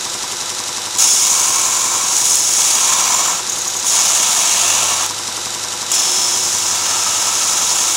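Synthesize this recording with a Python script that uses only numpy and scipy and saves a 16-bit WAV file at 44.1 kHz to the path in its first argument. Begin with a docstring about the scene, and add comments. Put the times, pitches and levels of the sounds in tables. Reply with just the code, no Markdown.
"""A belt sharpener runs in a small workshop: the motor hums, the belt rustles and slaps lap after lap.
At 1 s a steel chisel is pressed on: grit hisses, blade and tool rest ring, the belt slows a little.
At 3.5 s the edge lifts and skims the belt's high spots. Two more passes follow, from 3.8 to 5.1 s
and from 5.9 s to the end. In each pass friction makes the blade squeal and the rest chatter."""
import sys
import numpy as np
from scipy import signal
from scipy.fft import rfft, irfft
from scipy.io import wavfile
from scipy.ndimage import map_coordinates

SR = 44100
rng = np.random.default_rng(int(sys.argv[2]) if len(sys.argv) > 2 else 0)


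def persist_wave(psi):
    """Save psi, clipped to +-1, as 16-bit WAV."""
    counts = np.round(np.clip(psi, -1, 1) * 32767).astype(np.int16)
    wavfile.write(sys.argv[1], SR, np.atleast_2d(counts).T)


N = 351036
TIME_S, FREQ_HZ = np.arange(N) / SR, np.fft.rfftfreq(N, 1 / SR)
FREE_LAPS_PER_S = 11.12

def from_db(db):
    """Decibels to gain."""
    return 10 ** (np.asarray(db) / 20)

def unit(x):
    """Scales to rms 1."""
    return x / np.sqrt(np.mean(x ** 2) + 1e-20)

def noise():
    """White Gaussian noise."""
    return rng.standard_normal(N)

def gate(start_s, end_s, attack_s, release_s):
    """Trapezoid envelope, 0 to 1."""
    return np.clip(np.minimum((TIME_S - start_s) / attack_s, (end_s - TIME_S) / release_s), 0, 1)

def bump(laps, place, width_laps):
    """One Gaussian hump per lap."""
    return np.exp(-.5 * (((laps - place + .5) % 1 - .5) / width_laps) ** 2)

def colour(x, spectrum):
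    """Shapes x by (frequency [Hz], level [dB]) points, steep roll-off outside; rms 1."""
    hz, db = np.transpose(spectrum)
    roll_off = 1 / np.sqrt((1 + (FREQ_HZ / hz[-1] / 2) ** 8) * (1 + (hz[0] / 2 / (FREQ_HZ + 1)) ** 8))
    shape = from_db(np.interp(np.log(FREQ_HZ + 1), np.log(hz), db))
    return unit(irfft(rfft(x) * roll_off * shape, N))

def ring(x, modes):
    """Damped modes (frequency [Hz], width [Hz], level [dB]) of alternating sign; rms 1."""
    body = sum((-1) ** k * from_db(db) * 1j * FREQ_HZ * width
               / (hz ** 2 - FREQ_HZ ** 2 + 1j * FREQ_HZ * width)
               for k, (hz, width, db) in enumerate(modes))
    return unit(irfft(rfft(x) * body, N))

def flutter(x, low_hz, high_hz):
    """Slow part of a noise; rms 1."""
    band = FREQ_HZ / (FREQ_HZ + low_hz) / np.hypot(1, FREQ_HZ / high_hz) / np.hypot(1, FREQ_HZ / 600)
    return unit(irfft(rfft(x) * band, N))

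def surface(laps, repeat):
    """Belt noise; the power share `repeat` recurs, partly each lap, partly every second lap."""
    size = round(SR / FREE_LAPS_PER_S)
    pattern = np.tile(rng.standard_normal(size), 2) + 0.68 * rng.standard_normal(2 * size)
    passing = unit(map_coordinates(pattern, [laps % 2 * size], order=3, mode="grid-wrap"))
    return np.sqrt(repeat) * passing + np.sqrt(1 - repeat) * noise()

def workshop(x, t60_s=0.13, wet_db=-11, taps_per_s=2500):
    """Short, dense reflections from bench and shelves."""
    t = TIME_S[:SR // 2]
    taps = rng.standard_normal(len(t)) * (rng.random(len(t)) < taps_per_s / SR) * (t > .003)
    tail = taps * np.exp(-np.log(1000) * t / t60_s)
    return x + from_db(wet_db) * signal.fftconvolve(x, tail / np.linalg.norm(tail))[:N]

# Shaft tones: (multiple of shaft speed [-], rms level [dB])
SHAFT_TONES = [(1, -60), (2, -64.5), (4, -52.5), (10, -48), (13, -49.5), (16, -64), (18, -50), (20, -43.5),
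               (22, -57), (25, -49), (27, -49), (31, -51)]
# Hum dips, each followed by a swell: (time [s], swell [dB], time to peak [s])
HUM_DIPS = [(4.4, 5.5, 0.33), (6.12, 4, 0.71)]

def motor(laps, turns_per_lap=4.5, hum_hz=100, hum_db=-50.5, dip_db=-21, dip_s=0.14):
    """Induction motor: wavering shaft tones and magnetic hum."""
    turns = turns_per_lap * laps
    tones = np.zeros(N)
    for multiple, db in SHAFT_TONES:
        waver_db = flutter(noise(), low_hz=1, high_hz=3.3)
        tones += from_db(db + waver_db) * np.sin(2 * np.pi * (multiple * turns + rng.random()))
    for at_s, swell_db, peak_s in HUM_DIPS:
        age = np.maximum(TIME_S - at_s, 0) / peak_s
        hum_db += dip_db * np.exp(-((TIME_S - at_s) / dip_s) ** 2)
        hum_db += swell_db * (age * np.exp(1 - age)) ** 2
    return np.sqrt(2) * (tones + from_db(hum_db) * np.sin(2 * np.pi * hum_hz * TIME_S))

# Chisel on the belt: (start [s], end [s], attack [s], release [s], speed loss [laps/s])
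PASSES = [(0.98, 3.45, 0.0088, .11, .021), (3.834, 5.085, .03, .04, 0.053), (5.914, 8.1, 0.0018, .04, .039)]

def travel():
    """Laps run by the belt, which slows under each pass."""
    laps_per_s = FREE_LAPS_PER_S - sum(loss * gate(*timing) for *timing, loss in PASSES)
    return np.cumsum(laps_per_s) / SR

# Roller and frame spectrum: (frequency [Hz], relative level [dB])
RUMBLE_SPECTRUM = [(25, -35), (70, -19), (125, -6), (165, -5), (250, -7), (305, -5.5), (365, 1.5),
                   (460, -3), (680, -6), (830, 4.5), (1000, -2.5), (1150, -2), (1400, 0), (1700, -7),
                   (2400, -12)]
# Belt on the backing plate: (frequency [Hz], relative level [dB])
RUSTLE_SPECTRUM = [(1000, -83), (1700, -11), (1850, -8), (2520, -9), (2980, -5.5), (3250, -6.5),
                   (3880, 0.5), (4340, -6), (5650, -0.5), (7340, -2), (10100, -12.5), (11000, -13),
                   (13300, -26.5), (15100, -20), (16000, -43)]
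# Uneven places of the belt: (place [laps], width [laps], unscaled lift [dB])
SLAPS = [(.12, 0.019, 5.5), (.345, 0.051, 1.5), (.51, 0.014, 6.5), (0.586, 0.026, 7), (.64, 0.0082, 1)]

def belt(laps, rumble_db=-32.57, rustle_db=-25.5, seam_place=0.7, tick_db=-14, knock_db=-30.5):
    """The belt rumbles on rollers, rustles and slaps on its plate; the taped seam ticks and knocks."""
    seam = bump(laps, seam_place, width_laps=0.047)
    wobble_db = 0.64 * flutter(surface(laps, repeat=0.79), low_hz=10, high_hz=80)
    rumble = colour(surface(laps, repeat=0.59), RUMBLE_SPECTRUM)
    rumble *= from_db(rumble_db + wobble_db + 3.8 * seam)
    pressed = sum(gate(*timing) for *timing, _ in PASSES)
    slap_scale = 1.19 * (1 - 0.78 * pressed)  # the chisel damps the slaps
    slap_db = slap_scale * sum(db * bump(laps, place, width) for place, width, db in SLAPS)
    rustle = colour(surface(laps, repeat=0.71), RUSTLE_SPECTRUM) * from_db(rustle_db)
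    plate_band = irfft(rfft(rustle) / (1 + ((FREQ_HZ - 6400) / 1600) ** 8), N)
    slapping = plate_band * from_db(slap_db) + (rustle - plate_band) * from_db(0.79 * slap_db)
    tick = colour(noise(), HISS_SPECTRUM) * bump(laps, seam_place, width_laps=0.0025) * from_db(tick_db)
    roller_knock = ring(surface(laps, repeat=0.72), [(1000, 150, 0)]) * seam * from_db(knock_db)
    return rumble + slapping + tick + roller_knock

# High spots of the belt: (place [laps], width [laps], lift [dB])
HIGH_SPOTS = [(0.86, .055, 11.5), (0.2, .04, 8.5)]

def skimming(laps, start_s=3.47, end_s=3.86, level_db=-28):
    """The lifted edge barely touches the belt and scrapes harder on its high spots."""
    spots_db = sum(db * bump(laps, place, width) for place, width, db in HIGH_SPOTS)
    scrape = 0.99 * ring(noise(), [(6660, 530, 0)]) + 0.33 * colour(noise(), HISS_SPECTRUM)
    return scrape * from_db(level_db + spots_db) * gate(start_s, end_s, attack_s=0.027, release_s=0.035)

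# Coarse grain hits: (time [s], relative level [dB])
GRAZES = [(0.9732, -7), (0.9866, -2), (1.0164, -4), (1.31, -2), (2.1655, -6), (2.3431, -5), (2.3547, 2),
          (5.0614, -4), (5.1084, -12), (5.917, 0), (5.9414, -8), (5.9516, -3)]

def grazes(attack_s=0.00033, decay_s=0.0022, level_db=-11):
    """Brief bursts of hiss where a coarse grain meets the edge."""
    force = np.zeros(N)
    for at_s, db in GRAZES:
        age_s = np.maximum(TIME_S - at_s, 0)
        force += from_db(db + level_db) * (1 - np.exp(-age_s / attack_s)) * np.exp(-age_s / decay_s)
    scrape = noise()
    edge = ring(noise(), [(7050, 850, 0)])
    return force * (0.97 * colour(scrape, HISS_SPECTRUM) + 2 * edge + 0.84 * colour(scrape, FIZZ_SPECTRUM))

def sing(friction, hop, envelope, pitch_hz, modes, steady_width_hz=90):
    """Friction feeds a set of modes; each hop of the tool makes them pulse."""
    out, on = np.zeros(N), envelope > 0
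    for multiple, width_hz, db in modes:
        pole = np.exp(np.pi * (2j * multiple * pitch_hz - width_hz) / SR)
        mode = signal.lfilter([1], [1, -pole], friction[on])
        # a lightly damped mode sustains itself, so its level follows the contact
        held = mode.real / (abs(mode) + 1e-9) ** np.exp(-width_hz / steady_width_hz)
        out[on] += from_db(db) * envelope[on] * unit(held * hop[on])
    return out

# Blade squeals and tool chatter: (start [s], end [s], level [dB], pitch [Hz])
SQUEALS = [(0.98, 1.38, -22, 5295), (2.26, 2.765, -28, 5265), (3.877, 4.35, -28, 5275),
           (5.915, 6.52, -22, 5290)]
CHATTERS = [(1.175, 2.174, -28, 1058), (2.717, 3.416, -26.5, 1048), (4.6, 5.1, -30.5, 1080),
            (6.72, 7.699, -33.5, 1294)]
# Their modes: (multiple of pitch [-], width [Hz], relative level [dB])
SQUEAL_MODES = [(1, 25, 0.5), (.637, 93, -10.5)]
CHATTER_MODES = [(1, 54.7, 0.5), (1.21, 90, -13), (2.16, 120, -9)]
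# Single modes of frame, rest and blade: (start [s], end [s], level [dB], frequency [Hz], width [Hz])
DRONES = [(1.55, 2.1, -23.5, 7100, 220), (2.85, 3.37, -25.5, 5860, 200), (3.017, 3.46, -21.5, 7100, 220),
          (3.9, 5.1, -38, 690, 100), (4.4, 5.04, -28.5, 2730, 280), (5.915, 6.62, -41, 360.5, 27),
          (6.3, 8.1, -29, 5240, 120)]

def singing(friction, hop):
    """The blade squeals on a fresh bite, the tool chatters on its rest, modes drone as the edge dwells."""
    out = np.zeros(N)
    for start_s, end_s, db, hz in SQUEALS:
        envelope = from_db(db) * gate(start_s, end_s, attack_s=0.018, release_s=0.27)
        out += sing(friction, hop ** 1.4, envelope, hz, SQUEAL_MODES)
    for start_s, end_s, db, hz in CHATTERS:
        envelope = from_db(db) * gate(start_s, end_s, attack_s=0.18, release_s=0.13)
        out += sing(friction, hop, envelope, hz, CHATTER_MODES)
    for start_s, end_s, db, hz, width_hz in DRONES:
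        envelope = from_db(db) * gate(start_s, end_s, attack_s=0.12, release_s=0.18)
        out += sing(friction, hop, envelope, hz, [(1, width_hz, 0)])
    return out

# Hand on the chisel, one list per pass: (time [s], bite of the grit [dB], force on the rest [dB])
HANDLING = [
    [(1.02, -13.5, -33.5), (1.12, -15, -37), (1.45, -16, -35.5), (1.95, -20, -37.5), (2.1, -18, -36.5),
     (2.3, -15, -38.5), (2.43, -17, -41), (2.62, -15, -34.5), (2.98, -16.5, -31), (3.33, -21.5, -32)],
    [(3.87, -16, -39), (3.97, -15.5, -31.5), (4.4, -15.5, -31), (4.7, -16, -31), (4.92, -18.5, -32.5),
     (5.04, -19.1, -30.5)],
    [(5.93, -16.5, -33), (6.08, -18, -33.5), (6.5, -19.5, -37), (6.9, -19.5, -32.4), (7.55, -18, -34),
     (7.95, -17.1, -33)],
]

def hand_gain(base_db, per_bite, per_force, usual_bite_db=-17, usual_force_db=-33):
    """Gain of a grinding layer from bite and force; slopes in dB per dB."""
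    gain = np.zeros(N)
    for (*timing, _), handling in zip(PASSES, HANDLING):
        at_s, bite_db, force_db = np.transpose(handling)
        level_db = base_db + per_bite * (bite_db - usual_bite_db) + per_force * (force_db - usual_force_db)
        gain += gate(*timing) * from_db(np.interp(TIME_S, at_s, level_db))
    return gain

# Grit on steel: (frequency [Hz], relative level [dB])
HISS_SPECTRUM = [(3500, -25), (4900, -10.5), (5400, -6.5), (5800, -1.5), (6200, -1), (6650, 0), (7150, -2),
                 (7700, -5.5), (8400, -14.5), (10000, -28)]
FIZZ_SPECTRUM = [(6500, -29), (8000, -2), (8800, 0.5), (10000, -1), (10900, -2.5), (12000, -16.5),
                 (13000, -14.5), (15600, -12)]
# Modes of blade, tool rest and cutting edge: (frequency [Hz], width [Hz], relative level [dB])
BLADE_MODES = [(2222, 137, -1), (2767, 380, -0.5), (3378, 220, 2.5), (3820, 360, 0), (4570, 440, -3)]
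REST_MODES = [(183, 15, -8.5), (665, 108, -5.5), (883, 68, 1), (1050, 136, -2), (1302, 120, -2),
              (1794, 230, -9)]
EDGE_MODES = [(6740, 200, 0)]

def grinding(laps, grains_per_s=7000):
    """Grit cuts the steel under unsteady pressure and shakes the blade, which hops on its rest."""
    bite = hand_gain(-17.5, per_bite=0.9, per_force=0)
    unevenness_db = 1.09 * (0.92 + 0.61 * bite / bite.max())
    pressure = from_db(unevenness_db * flutter(surface(laps, repeat=0.2), low_hz=1.6, high_hz=60))
    hop = from_db(1.9 * flutter(surface(laps, repeat=0.34), low_hz=8.7, high_hz=40))
    grains = unit(noise() * (rng.random(N) < grains_per_s / SR))
    grit = unit(pressure * (surface(laps, repeat=0.12) + 0.66 * grains))
    hiss = colour(grit, HISS_SPECTRUM)
    fizz = colour(pressure * (noise() + 0.48 * grains), FIZZ_SPECTRUM)
    rasp = ring(pressure * surface(laps, repeat=0.096), BLADE_MODES)
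    rest = ring(pressure * hop * surface(laps, repeat=0.42), REST_MODES)
    edge = ring(hop * noise(), EDGE_MODES)
    friction = pressure * surface(laps, repeat=0.071)
    return (hiss * bite
            + fizz * hand_gain(-26, per_bite=1.43, per_force=-0.2)
            + rasp * hand_gain(-26.5, per_bite=0.71, per_force=0.77)
            + rest * hand_gain(-29, per_bite=0, per_force=1.17)
            + edge * hand_gain(-28.5, per_bite=3.4, per_force=-0.54)
            + singing(friction, hop ** 0.91))

def scene():
    """Dry motor plus belt and chisel in the room; mono."""
    laps = travel()
    return (motor(laps) + workshop(belt(laps) + grinding(laps) + skimming(laps) + grazes()))[None]

def record(dry, ceiling=0.88, cutoff_hz=15850):
    """Peak clipping, then a low-pass."""
    low_pass = signal.firwin(511, cutoff_hz, window=("kaiser", 9), fs=SR)
    return signal.oaconvolve(np.clip(dry, -ceiling, ceiling), low_pass[None], "same")

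dry = scene()
out = record(dry)
persist_wave(out)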